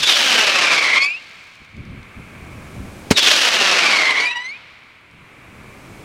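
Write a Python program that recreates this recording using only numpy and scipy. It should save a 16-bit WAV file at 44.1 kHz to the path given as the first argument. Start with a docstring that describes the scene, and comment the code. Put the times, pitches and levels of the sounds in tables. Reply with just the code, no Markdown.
"""Outdoors at night, a firework tube fires twice: each lift charge pops and throws up a pair of whistlers.
Burning pipes make the whistles, which fall in pitch, rasp, then clear and bend upward as they burn out.
Random puffs of gas make the rough sputter; short noise bursts make the ticking sparks.
The surroundings echo, the first pop leaves a low tail, and light wind touches the microphone.
A gain control ducks at loud sound and slowly brings the night air back."""
import sys
import numpy as np
from scipy import signal
from scipy.fft import rfft, irfft, next_fast_len
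from scipy.io import wavfile
from scipy.ndimage import uniform_filter1d, map_coordinates

SR = 44100
rng = np.random.default_rng(int(sys.argv[2]) if len(sys.argv) > 2 else 0)


def inscribe(sig):
    """Save sig as 16-bit PCM at rate SR to the path in sys.argv[1].

    A 1-D sig is mono; a 2-D sig holds one channel per row.
    Samples are clipped to [-1, 1] before scaling.
    """
    pcm = np.round(np.clip(np.atleast_2d(sig).T, -1, 1) * 32767)
    wavfile.write(sys.argv[1], SR, pcm.astype(np.int16))


N = 266540
TIME = np.arange(N) / SR  # seconds

# When the tube fires. Each entry: launch time in seconds (the first is just before the sound begins).
LAUNCHES = [-0.032, 3.1099]


def amp(db):
    """Turn decibels into a gain."""
    return 10 ** (np.asarray(db) / 20)


def unit(x):
    """Scale a sound to rms 1."""
    return x / np.sqrt(np.mean(x ** 2) + 1e-20)


def along(points, hz):
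    """Read a curve of (Hz, value) points on a log frequency axis."""
    f, v = np.transpose(points)
    return np.interp(np.log(hz + 1), np.log(f), v)


def wobble(rate):
    """A smooth random curve through this many random points a second."""
    knots = rng.standard_normal(int(N * rate / SR) + 4)
    fine = np.arange(0, len(knots) - 1, 1 / 8)
    return np.interp(TIME * rate, fine, map_coordinates(knots, [fine]))


def filtered(x, gain):
    """Filter x to this gain over frequency, with a response that never starts early (minimum phase)."""
    size = 2 * next_fast_len(N // 2 + SR // 4)
    cepstrum = irfft(np.log(np.maximum(gain(np.fft.rfftfreq(size, 1 / SR)), 1e-6)))
    fold = np.r_[1, np.full(size // 2 - 1, 2), 1, np.zeros(size // 2 - 1)]
    response = np.exp(rfft(cepstrum * fold))
    return irfft(rfft(x, size) * response)[:N]


def coloured(x, spectrum):
    """Shape x by (Hz, dB) points and scale it to rms 1."""
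    return unit(filtered(x, lambda hz: amp(along(spectrum, hz))))


def noise(spectrum):
    """Coloured noise of rms 1."""
    return coloured(rng.standard_normal(N), spectrum)


def fading(start, t60):
    """An envelope that jumps to 1 at start and falls 60 dB every t60 seconds."""
    return (TIME >= start) * amp(-60 * np.maximum(TIME - start, 0) / t60)


def fading_after(end, t60):
    """An envelope that stays at 1 until end, then falls 60 dB every t60 seconds."""
    return amp(-60 * np.maximum(TIME - end, 0) / t60)


def bump(centre, spread):
    """A smooth swell of height 1, down to about a third at spread seconds either side."""
    return np.exp(-((TIME - centre) / spread) ** 2)


def progress(start, end):
    """Runs from 0 at start to 1 at end."""
    return np.clip((TIME - start) / (end - start), 0, 1)


def night():
    """Soft noise for outdoor air, and low noise for the first pop's tail and for wind on the microphone."""
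    # Sound of the open air. Each row: frequency in Hz, relative level in dB per Hz.
    air_colour = [(25, -11), (120, -2.5), (300, -4), (700, -10), (1500, -18.5), (3000, -22), (5000, -26.5),
                  (9000, -28.5), (15000, -38)]
    # Low rumble of the pop's tail and of the wind. Each row: frequency in Hz, relative level in dB per Hz.
    rumble_colour = [(12, -45.5), (20, -13), (103, -3), (225, -8.5), (282, -14.5), (458, -26), (528, -26),
                     (600, -28), (780, -59.5), (1320, -120)]
    # Swells of the rumble: the first row is the low tail of the first pop, still dying away as the sound
    # begins; the rest are gusts. Each row: middle in seconds, spread in seconds, level in dB before flutter.
    swells = [(0, 0.068, -40), (1.62, 0.018, -45), (1.79, 0.048, -38), (1.9, 0.1, -40), (2.189, 0.027, -44),
              (2.48, 0.18, -54), (2.81, 0.056, -47.5), (5.17, 0.079, -56), (5.58, 0.092, -59)]
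    (tail_middle, tail_spread, tail_db), gusts = swells[0], swells[1:]
    pop_tail = amp(tail_db) * bump(tail_middle, tail_spread)
    wind = amp(-63)  # the breeze between gusts
    for middle, spread, db in gusts:
        wind = wind + amp(db) * bump(middle, spread)
    air = amp(-57.0) * noise(air_colour)
    flutter = amp(0.84 * wobble(25))
    return air + (pop_tail + wind) * flutter * noise(rumble_colour)


def echo(x):
    """The far surroundings answer for seconds, as a noise tail that dies at its own speed in each band."""
    # How long the echo rings. Each row: frequency in Hz, time to fall 60 dB in seconds.
    ring_times = [(200, 1.8), (750, 3.26), (1130, 6), (1600, 4.67), (2000, 3.53), (2380, 4.08), (2900, 3.1),
                  (4000, 2.25), (6000, 2), (12000, 1)]
    # Tone of the echo. Each row: frequency in Hz, relative starting level in dB.
    echo_tone = [(100, -11.5), (600, 1.5), (1150, -2.5), (1600, -2), (2050, 1.5), (2300, 4.5), (2520, 1.5),
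                 (3000, 2.5), (4200, 6.5), (6000, -1), (9000, 5), (15000, -15)]
    hz, t, z = signal.stft(rng.standard_normal(3 * SR), SR, nperseg=256)
    start_db = along(echo_tone, hz)[:, None]
    shape = amp(start_db - 60 * t / along(ring_times, hz)[:, None])
    tail = signal.istft(z * shape, SR, nperseg=256)[1] / np.sqrt(SR)
    return signal.fftconvolve(x, tail)[:N]


def sparks(rate=1500, scatter_db=4):
    """Dying sparks snap as brief noise bursts, among a faint random crackle; rate is ticks a second."""
    # Tone of a tick. Each row: frequency in Hz, relative level in dB per Hz.
    tick_colour = [(1000, -21.5), (4000, -2.5), (7000, -9), (12000, -25), (16000, -24)]
    # Single snaps. Each row: start in seconds, starting level in dB.
    snap_list = [(1.2984, -52), (1.5556, -43), (1.5678, -50), (1.606, -50), (1.649, -43), (1.717, -50),
                 (1.768, -44.5), (1.8525, -47.5), (2.0307, -50), (4.79, -52), (4.8353, -51.5), (5.011, -55),
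                 (5.1128, -50.5)]
    # Clouds of dying sparks. Each row: middle in seconds, spread in seconds, level in dB before filtering.
    clouds = [(1.3, 0.27, -29), (4.55, 0.39, -40.5)]
    snap_envelope = sum(amp(db) * fading(start, t60=0.0073) for start, db in snap_list)
    snaps = noise(tick_colour) * snap_envelope
    density = 0
    for middle, spread, db in clouds:
        density = density + amp(db) * np.exp(-((TIME - middle) / spread) ** 2 / 2)
    sizes = amp(scatter_db * np.clip(rng.standard_normal(N), -2, 2))
    ticks = (rng.random(N) < rate / SR) * density * sizes
    return snaps + filtered(ticks, lambda hz: amp(along(tick_colour, hz)))


def pop(start, lead=0.0045, swing=0.002, cut_hz=90):
    """Gas jets past the shell for lead seconds, then the lift charge bursts out and the tube booms."""
    # Ringing of the tube. Each row: frequency in Hz, level in dB, time to fall 60 dB in seconds.
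    tube_modes = [(99, -13, 0.084), (206, -10, .05), (263, 0, 0.035), (426, -5.5, 0.053),
                  (517, -18, 0.0073)]
    # Noise of the burst. Each row: frequency in Hz, relative level in dB per Hz.
    blast_colour = [(60, -4.5), (300, -5), (1200, -3.5), (4000, -6), (8000, -13.5), (15000, -32)]
    # Hiss of the escaping gas. Each row: frequency in Hz, relative level in dB per Hz.
    jet_colour = [(100, -17), (1500, -1), (3200, 7.5), (5000, 0.5), (8000, -11), (15000, -32)]
    age = np.maximum(TIME - start, 0)
    jet = amp(-16) * noise(jet_colour) * fading(start - lead, .08) * (TIME < start)
    boom = 0
    for hz, db, t60 in tube_modes:
        boom = boom - amp(db) * np.sin(2 * np.pi * hz * age) * fading(start, t60)
    shock = -amp(-1) * np.sin(2 * np.pi * age / swing) * (age < swing)  # one violent pressure swing
    blast_envelope = amp(-4) * fading(start, 0.052) + amp(-31.5) * fading(start, .16)
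    blast = noise(blast_colour) * blast_envelope

    def bass_cut(hz):  # the deepest bass of the pop is cut away
        return 1 / np.hypot(1, (cut_hz / (hz + 1)) ** 3)
    return filtered(jet + boom + shock + blast, bass_cut)


def flight_time():
    """Seconds since the latest launch."""
    return TIME - np.where(TIME < LAUNCHES[1], *LAUNCHES)


def climb(x, bounce, soft_hz=3500, far_hz=10000, dull_after=0.67):
    """As the cluster climbs, air dulls it and the ground's dull copy comes later: a comb that sweeps down."""
    far = np.clip(flight_time() / dull_after, 0, 1) ** 3
    distant = filtered(x, lambda hz: 1 / np.hypot(1, (hz / far_hz) ** 3))
    x = (1 - far) * x + far * distant
    # seconds: lag at launch, the most the climb can add, how soon the climb slows
    first_lag_s, added_lag_s, slowing_s = 0.001075, .0072, 0.6726
    lag = first_lag_s + added_lag_s * (1 - np.exp(-flight_time() / slowing_s))
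    soft = filtered(x, lambda hz: 1 / np.hypot(1, hz / soft_hz))
    return x + bounce * np.interp(TIME - lag, TIME, soft)


def surge():
    """How far the burning surges above or stalls below its usual strength, in dB."""
    # Surges and stalls. Each row: middle in seconds, change in dB.
    surges = [(.015, -9), (.037, 1), (.056, -6.5), (.1, 3), (.455, -5), (.48, 1.5), (.535, -4), (.735, 3),
              (.8, -2), (.922, -2.5), (.965, 2.5), (.998, -7), (1.028, 1), (3.173, 3.5), (3.213, -6.5),
              (3.282, 4), (3.314, 4), (3.4, -4.5), (3.435, 0.5), (3.51, -5), (3.545, -0.5), (3.58, -5.5),
              (3.62, 0.5), (4.108, 2.5), (4.136, -3), (4.21, 3.5), (4.345, -9.5), (4.37, 5), (4.437, -6.5)]
    return sum(db * bump(middle, 0.013) for middle, db in surges)


def burning(start, end, level_db, roar_fade_db, rasp_fade_db):
    """Gate, roar dB and rasp dB of one shot: the roar swells, the rasp weakens, then both are quickly gone."""
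    spent = progress(start, end)
    gate = progress(start, start + 0.026) * fading_after(end, t60=0.29)
    db = level_db + surge()
    roar_db = db + 5 - 8 * (1 - spent) ** 3 - roar_fade_db * spent ** 4  # weakens late
    rasp_db = db + 6 - rasp_fade_db * spent ** 3.66
    return gate, roar_db, rasp_db


def sputter(row, rate=2300, scatter_db=1.0, split_hz=3000, surge_db=1, crack_db=-15, crack_hz=8500):
    """Unsteady burning: a hail of gas puffs makes roar and rasp; the biggest steepen into cracks."""
    # Tone of one puff of burning gas. Each row: frequency in Hz, relative level in dB per Hz.
    puff_colour = [(47, -62), (80, -28.5), (139, -24), (242, -12), (411, -9.5), (654, -5), (834, -8.5),
                   (1420, -3.5), (1810, -3.5), (2750, -1), (5840, -12.5), (8890, -29.5), (11600, -38.5),
                   (15800, -50.5)]
    gate, roar_db, rasp_db = burning(*row)
    scatter = amp(scatter_db * np.clip(rng.standard_normal(N), -2.3, 2.3))
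    sizes = (rng.random(N) < rate / SR) * scatter  # rate is puffs a second
    puffs = coloured(sizes - sizes.mean(), puff_colour)

    def above(edge):
        return lambda hz: (hz / edge) ** 4 / (1 + (hz / edge) ** 4)
    roar = unit(filtered(puffs, lambda hz: 1 / np.sqrt(1 + (hz / split_hz) ** 4)))
    rasp = unit(filtered(puffs, above(split_hz)))
    # the fifth power makes the biggest puffs stand out
    cracks = unit(filtered(coloured(sizes ** 5, puff_colour), above(crack_hz)))
    bright = rasp + amp(crack_db) * cracks
    unsteady = amp(surge_db * wobble(70))
    return gate * unsteady * (amp(roar_db) * roar + amp(rasp_db) * bright)


def glide(start, bottom, turn, end, early_hz, low_hz, fall):
    """The pitch in Hz falls as fuel burns down the pipe, then rises and bends up towards burn-out."""
    # a freshly lit pipe starts higher and soon settles
    kick = 678.4 * np.exp(-np.maximum(TIME - start, 0) / .06)
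    drop = (early_hz - low_hz) * (1 - progress(start, bottom)) ** fall
    rise = 1850 * (np.clip(TIME, turn, end) - turn)  # Hz per second
    last_bend = 291 * bump(end, .062)
    return low_hz + kick + drop + rise + last_bend


def life(start, end, level_db, loudest, spell, calming):
    """Gate, dB and roughness of a whistler: clear start, rough flight, loud spell and calm fading end."""
    age, left = np.maximum(TIME - start, 0), np.maximum(end - TIME, 0)
    fresh = np.exp(-(age / 0.12) ** 4)  # it starts loud and fairly clean
    gate = progress(start, start + 0.028) ** 2 * np.minimum(left / .02, 1)
    burn_out_db = -14 * np.exp(-left / 0.053)  # it fades as the fuel ends
    db = level_db + 7.5 * fresh + 8.5 * bump(loudest, spell) + burn_out_db
    roughest, calmest = .93, 0.084  # on a scale of 0 to 1
    rough = calmest + (roughest - calmest) * (1 - .42 * fresh) * (1 - bump(end, calming))
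    return gate, db, np.clip(rough, 0, 1)


def whistler(row, jitter=.068, wander=0.01313, flutter_db=4, shimmer_db=5, air_hz=11000, short_hz=3100,
             follows=0.46, brightens=0.28):
    """A burning pipe sings; rough burning shakes its pitch and level and upsets its strong-weak puffs."""
    # Overtones. Each row: multiple of the pitch, relative level in dB.
    overtones = [(2, -13), (3, -24.5), (4, -29), (5, -34)]
    # Undertones, from strong and weak puffs in turn. Each row: multiple of the pitch, relative level in dB.
    undertones = [(1 / 2, 0), (3 / 2, 0.5), (5 / 2, -15), (7 / 2, -28.5)]
    start, bottom, turn, end, early_hz, low_hz, fall, level_db, loudest, spell, calming = row
    hz = glide(start, bottom, turn, end, early_hz, low_hz, fall)
    gate, db, rough = life(start, end, level_db, loudest, spell, calming)
    push_db = surge()
    rough_shake = rough ** 1.3 * (jitter * wobble(650) + wander * wobble(160))
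    shake = rough_shake + 0.00497 * wobble(110) + .007 * wobble(35)  # as a fraction of the pitch
    phase = 2 * np.pi * np.cumsum(hz * (1 + shake)) / SR

    over = 0
    for multiple, db_over in overtones:
        shimmer = amp(db_over + shimmer_db * np.tanh(wobble(60)))  # each overtone shimmers on its own
        air_loss = 1 + (multiple * hz / air_hz) ** 4  # the highest are lost in the air
        over = over + shimmer * np.sin(round(multiple) * phase) / air_loss
    pulsing_db = 7 * np.tanh(2 * wobble(55))  # shared by all overtones
    over = over * amp(1 + brightens * push_db + pulsing_db)
    over = over * (1 - bump(end, 0.067)) ** 2  # the last calm burn is nearly a sine
    over = over / (1 + (hz / short_hz) ** 8)  # overtones are weaker while the pitch is high

    slip = 0.98 * rough * wobble(400)  # rough burning loses the strong-weak rhythm
    under = 0
    for multiple, db_under in undertones:
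        under = under + amp(db_under) * np.sin(round(2 * multiple) / 2 * phase + slip)
    split_db = -9.5 - 13.5 * (1 - progress(start, bottom))  # weaker early in the flight
    gone = end - 0.11  # undertones stop this moment, before burn-out
    split = amp(split_db) * (1 - progress(gone - .05, gone))
    under = under * split * amp(brightens * push_db + 2.4 * wobble(45))

    purer = amp(-3.5 * bump(loudest, spell))  # the loud spell has less of the other partials
    tone = np.sin(phase) + purer * (over + under)
    level = amp(db + follows * push_db + flutter_db * np.sqrt(rough) * wobble(170))
    return gate * level * tone


def scene():
    """Whistles, sputter and pops with their echo, over sparks and night air."""
    # The singing pipes. Each row: lit in seconds, fall ends in seconds, rise begins in seconds,
    # burns out in seconds, early pitch in Hz before the kick, low pitch in Hz before the rise, curve of the fall,
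    # base level in dB, loudest moment in seconds, spread of that spell in seconds, spread of the calm in seconds.
    whistlers = [(0, .75, .935, 1.145, 3200, 2227, .85, -24.5, 0.9, 0.28, .12),
                 (0.044, .89, .895, 1.202, 3403, 1971, .7, -23.5, 1, 0.16, 0.27),
                 (3.138, 4.02, 4.18, 4.355, 3328, 2165, .95, -23, 4.25, 0.14, 0.139),
                 (3.195, 4.29, 4.4, 4.585, 3419, 1944, 1.4, -25, 4.024, .17, 0.447)]
    # The sputter of each shot. Each row: start in seconds, start of dying away in seconds, base level in dB,
    # roar fade in dB, rasp fade in dB.
    burns = [(-.015, 1.011, -21.5, 10.5, 10), (3.155, 4.274, -20.5, 15.5, 17)]
    background = sparks() + night()
    bang = sum(pop(start) for start in LAUNCHES)
    rasp = climb(sum(sputter(row) for row in burns), bounce=0.35)
    song = climb(sum(whistler(row) for row in whistlers), bounce=0.14)
    far = echo(amp(-21.5) * song + amp(-14.5) * rasp + amp(-10) * bang)
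    return (song + rasp + bang + far + background)[None]


def gain_control(x, threshold_db=-31, lift_db=22, hold=0.54, release=0.74):
    """Loud sound above the bass drops the gain at once; after a hold in seconds it creeps back up."""
    heard = filtered(x, lambda hz: hz ** 2 / (hz ** 2 + 800 ** 2))
    loud = uniform_filter1d(heard ** 2, size=48) > amp(threshold_db) ** 2
    since = TIME - np.maximum.accumulate(np.where(loud, TIME, 0))  # seconds since it was last loud
    recovery = 1 - np.exp(-np.maximum(since - hold, 0) / release)
    return x * amp(lift_db * recovery)


def record(dry):
    """Apply gain control, a rounded clip at full scale and a sharp cut of the highest treble."""
    x = gain_control(dry[0])
    x = x / (1 + np.abs(x) ** 6) ** (1 / 6)
    size = next_fast_len(N + SR // 2)
    kept = np.fft.rfftfreq(size, 1 / SR) < 15850  # Hz
    return irfft(rfft(x, size) * kept, size)[None, :N]


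dry = scene()
out = record(dry)
inscribe(out)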